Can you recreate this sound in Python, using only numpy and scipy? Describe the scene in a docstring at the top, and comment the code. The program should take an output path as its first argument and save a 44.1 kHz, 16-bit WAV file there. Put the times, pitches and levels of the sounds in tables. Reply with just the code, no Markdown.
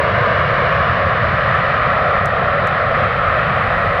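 """Airfield, far from the runway: a jet airliner rolls away.
Exhaust roar, plume rumble and a fading turbine whine arrive twice, direct and off the ground.
The lag shrinks as the jet recedes, so the hollow comb colour slides up; moving air adds flutter.
At the microphone: light breeze, faint hiss, two tiny ticks (the first with a weak afterclick)."""
import sys
import numpy as np
from scipy import signal
from scipy.fft import rfft, irfft
from scipy.io import wavfile

SR = 44100
rng = np.random.default_rng(int(sys.argv[2]) if len(sys.argv) > 2 else 0)


def master_out(mix):
    """Clip the mix to full scale and print it as 16-bit PCM to the path in sys.argv[1]."""
    frames = np.transpose(np.atleast_2d(mix))
    ceiling = np.clip(frames, -1, 1)
    pcm = np.round(ceiling * 32767).astype(np.int16)
    wavfile.write(sys.argv[1], SR, pcm)


N = 176400

# Source spectra: f/Hz, relative density/dB
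ROAR_SPECTRUM = [(200, -42.5), (500, -18.5), (800, -6.5), (1050, -2), (1330, .5), (1650, -3), (1950, -4.5),
                 (2400, -13), (3100, -20), (4000, -26.5), (5000, -37.5), (6000, -48.5), (7000, -63.5),
                 (10000, -89)]  # exhaust roar
BODY_SPECTRUM = [(100, -26.5), (260, -7), (390, -8), (560, 1.5), (720, -0.5), (900, -11.5), (1400, -26),
                 (6000, -89.5)]  # its lower, throaty part
RUMBLE_SPECTRUM = [(15, -40.5), (35, -21.5), (60, -5.5), (85, 2), (125, 2), (165, 2), (220, -4.5),
                   (380, -13), (900, -59), (4000, -100)]  # jet plume
BREEZE_SPECTRUM = [(8, -19.5), (25, -8), (42, 4.5), (80, -5.5), (200, -40.5), (800, -89.5)]  # wind on the microphone
HISS_SPECTRUM = [(1000, 0.5), (6500, 0), (9700, 1.5), (12000, -7), (15500, -9.5)]
# Jet envelopes, ahead of the airfield path: t/s, level/dB
ROAR_ENVELOPE = [(0, -18), (.75, -17), (1.1, -18.5), (1.5, -17), (1.85, -18), (2.19, -18.5), (2.23, -20.3),
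                 (2.4, -19), (2.72, -18.2), (2.88, -19.5), (3.0, -17), (3.1, -18.8), (3.45, -18),
                 (4, -18.5)]
BODY_ENVELOPE = [(0, -21.5), (.4, -24), (.9, -24.5), (1.3, -25.5), (1.8, -26), (2.05, -22.5), (2.8, -24.5),
                 (2.98, -21.5), (3.2, -25), (4, -24.5)]
RUMBLE_ENVELOPE = [(0, -25), (.7, -25.5), (1.08, -25.5), (1.25, -24), (1.55, -27), (2.099, -27.5),
                   (2.6, -29), (4, -28)]
RING_ENVELOPE = [(0, -37.5), (1.68, -33), (1.85, -21), (1.93, -25.5), (2.15, -23), (2.25, -33),
                 (2.7, -26.5), (4, -34)]  # narrow band ringing in the roar
# Ground reflection behind the direct sound: t/s, lag/ms
BOUNCE_LAG = [(0, 1.82), (.6, 1.727), (1.4, 1.676), (2.1, 1.62), (2.7, 1.62), (4, 1.617)]
# Ground reflection at mid-scene, ahead of a 0 dB cap: f/Hz, gain/dB
BOUNCE_GAIN = [(100, 11), (300, -4), (900, -5), (1500, -11), (2200, -13.5), (2700, -14.5), (3200, -18),
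               (4000, -25.5), (6000, -35)]
# Hiss envelope: t/s, level/dB
HISS_ENVELOPE = [(0, -70.5), (2, -69.5), (3, -65), (4, -60.5)]
# Ticks: t/s, peak level/dB
TICK_EVENTS = [(2.258, -21), (2.269, -39), (2.673, -26)]
# Tick resonances: f/Hz, relative level/dB, T60/s
TICK_RESONANCES = [(6200, 8, 0.0017), (7700, 4, 0.0016), (9700, -8, .003), (11400, -10, .003),
                   (13300, -11, .003)]

RING_HZ, RING_WIDTH_HZ = 1291, 150
WHINE_HZ, WHINE_WIDTH_HZ, WHINE_DB = 2933, 120, -43.5
WHINE_HOLD_S, WHINE_FADE_DB_PER_S = 1.0, 10.5
BOUNCE_FADE_DB_PER_S_KHZ = 0.43  # treble drops as the path flattens
AIR_DB_PER_S, AIR_REF_HZ = 0.72, 5000
FLUTTER_DB, FLUTTER_S, FLUTTER_WIDTH_HZ = 0.59, .1, 220
BREEZE_DB, BREEZE_RISE_DB_PER_S, GUST_DB, GUST_S = -46.5, 2.5, 1.5, .08
TICK_BAND_HZ, TICK_TAIL_DB, TICK_TAIL_T60_S = (5400, 14000), -28, 0.024
OVERLOAD_KNEE, OVERLOAD_LOSS, CUTOFF_HZ = 0.41, 0.15, 15800


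def exhaust():
    """Turbulent jet: noise in three registers plus a ringing mid band."""
    roar = noise(ROAR_SPECTRUM) * envelope(ROAR_ENVELOPE)
    body = noise(BODY_SPECTRUM) * envelope(BODY_ENVELOPE)
    rumble = noise(RUMBLE_SPECTRUM) * envelope(RUMBLE_ENVELOPE)
    ring = band(RING_HZ, RING_WIDTH_HZ) * envelope(RING_ENVELOPE)
    return roar + body + rumble + ring


def turbine_whine():
    """Smeared tone; holds, then fades as the engines turn tail-on."""
    fading_s = np.maximum(np.arange(N) / SR - WHINE_HOLD_S, 0)
    return band(WHINE_HZ, WHINE_WIDTH_HZ) * amp(WHINE_DB - WHINE_FADE_DB_PER_S * fading_s)


def airfield_path(jet, size=1024, hop=256):
    """Ground-reflection comb, growing air absorption, turbulent flutter."""
    hz, t, spectra = signal.stft(jet, SR, nperseg=size, noverlap=size - hop)
    hz, from_mid_s = hz[:, None], t - t.mean()
    lag_s = np.interp(t, *np.transpose(BOUNCE_LAG)) / 1000
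    bounce_db = db_at(BOUNCE_GAIN, hz) - BOUNCE_FADE_DB_PER_S_KHZ * (hz / 1000) * from_mid_s
    comb = 1 + amp(np.minimum(bounce_db, 0)) * np.exp(-2j * np.pi * hz * lag_s)
    air_db = -AIR_DB_PER_S * from_mid_s * np.minimum((hz / AIR_REF_HZ) ** 3, 2)
    # Patches of the spectrum swell and fade.
    drift = smooth(rng.standard_normal(spectra.shape), FLUTTER_S * SR / hop)
    patches = unit(smooth(drift, FLUTTER_WIDTH_HZ * size / SR, axis=0))
    heard = spectra * comb * amp(air_db + FLUTTER_DB * patches)
    return signal.istft(heard, SR, nperseg=size, noverlap=size - hop)[1][:N]


def breeze():
    """Soft gusts buffet the microphone, slowly growing."""
    gusts = unit(smooth(rng.standard_normal(N), GUST_S * SR))
    buffeting = unit(noise(BREEZE_SPECTRUM) * amp(GUST_DB * gusts))
    return buffeting * amp(BREEZE_DB + BREEZE_RISE_DB_PER_S * np.arange(N) / SR)


def ticks(size=1024):
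    """Thin, hard clicks: fast-decaying modes, brief scattered tail."""
    out, t = np.zeros(N), np.arange(size) / SR
    modes = sum(amp(db - 60 * t / t60_s) * np.sin(2 * np.pi * hz * t)
                for hz, db, t60_s in TICK_RESONANCES)
    ring = signal.sosfilt(signal.butter(4, TICK_BAND_HZ, "band", fs=SR, output="sos"), modes)
    for start_s, peak_db in TICK_EVENTS:
        scatter = rng.standard_normal(size) * amp(TICK_TAIL_DB - 60 * t / TICK_TAIL_T60_S)
        tick = ring + np.convolve(ring, scatter)[:size]
        out[round(start_s * SR):][:size] += amp(peak_db) * tick / abs(tick).max()
    return out


def hiss():
    """Faint broadband noise, rising late."""
    return noise(HISS_SPECTRUM) * envelope(HISS_ENVELOPE)


def noise(spectrum):
    """Shaped noise, rms 1."""
    gain = amp(db_at(spectrum, np.fft.rfftfreq(N, 1 / SR)))
    return unit(irfft(rfft(rng.standard_normal(N)) * gain, N))


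def band(centre_hz, width_hz):
    """Gaussian noise band, rms 1."""
    hz = np.fft.rfftfreq(N, 1 / SR)
    gain = np.exp(-2 * ((hz - centre_hz) / width_hz) ** 2)
    return unit(irfft(rfft(rng.standard_normal(N)) * gain, N))


def envelope(points):
    """Level table to gain per sample."""
    return amp(np.interp(np.arange(N) / SR, *np.transpose(points)))


def db_at(spectrum, hz):
    """Table lookup, log frequency."""
    table_hz, db = np.transpose(spectrum)
    return np.interp(np.log(hz + 1), np.log(table_hz + 1), db)


def smooth(x, span, axis=-1):
    """Gaussian blur over about span steps."""
    size = x.shape[axis]
    gain = np.exp(-(2 * span * np.fft.rfftfreq(size)) ** 2)
    blurred = irfft(rfft(np.swapaxes(x, axis, -1)) * gain, size)
    return np.swapaxes(blurred, axis, -1)


def amp(db):
    """dB to gain."""
    return 10 ** (np.asarray(db) / 20)


def unit(x):
    """Scale to rms 1."""
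    return x / np.sqrt(np.mean(x ** 2) + 1e-20)


def scene():
    """Distant jet plus near sounds, mono."""
    jet = airfield_path(exhaust() + turbine_whine())
    return (jet + breeze() + hiss() + ticks())[None]


def record(dry):
    """Slight overload above the knee, then low-pass."""
    excess = np.maximum(abs(dry) - OVERLOAD_KNEE, 0)
    flattened = dry - np.sign(dry) * excess * OVERLOAD_LOSS
    low_pass = signal.firwin(511, CUTOFF_HZ, window=("kaiser", 9), fs=SR)
    return signal.oaconvolve(flattened, low_pass[None], "same")


dry = scene()
out = record(dry)
master_out(out)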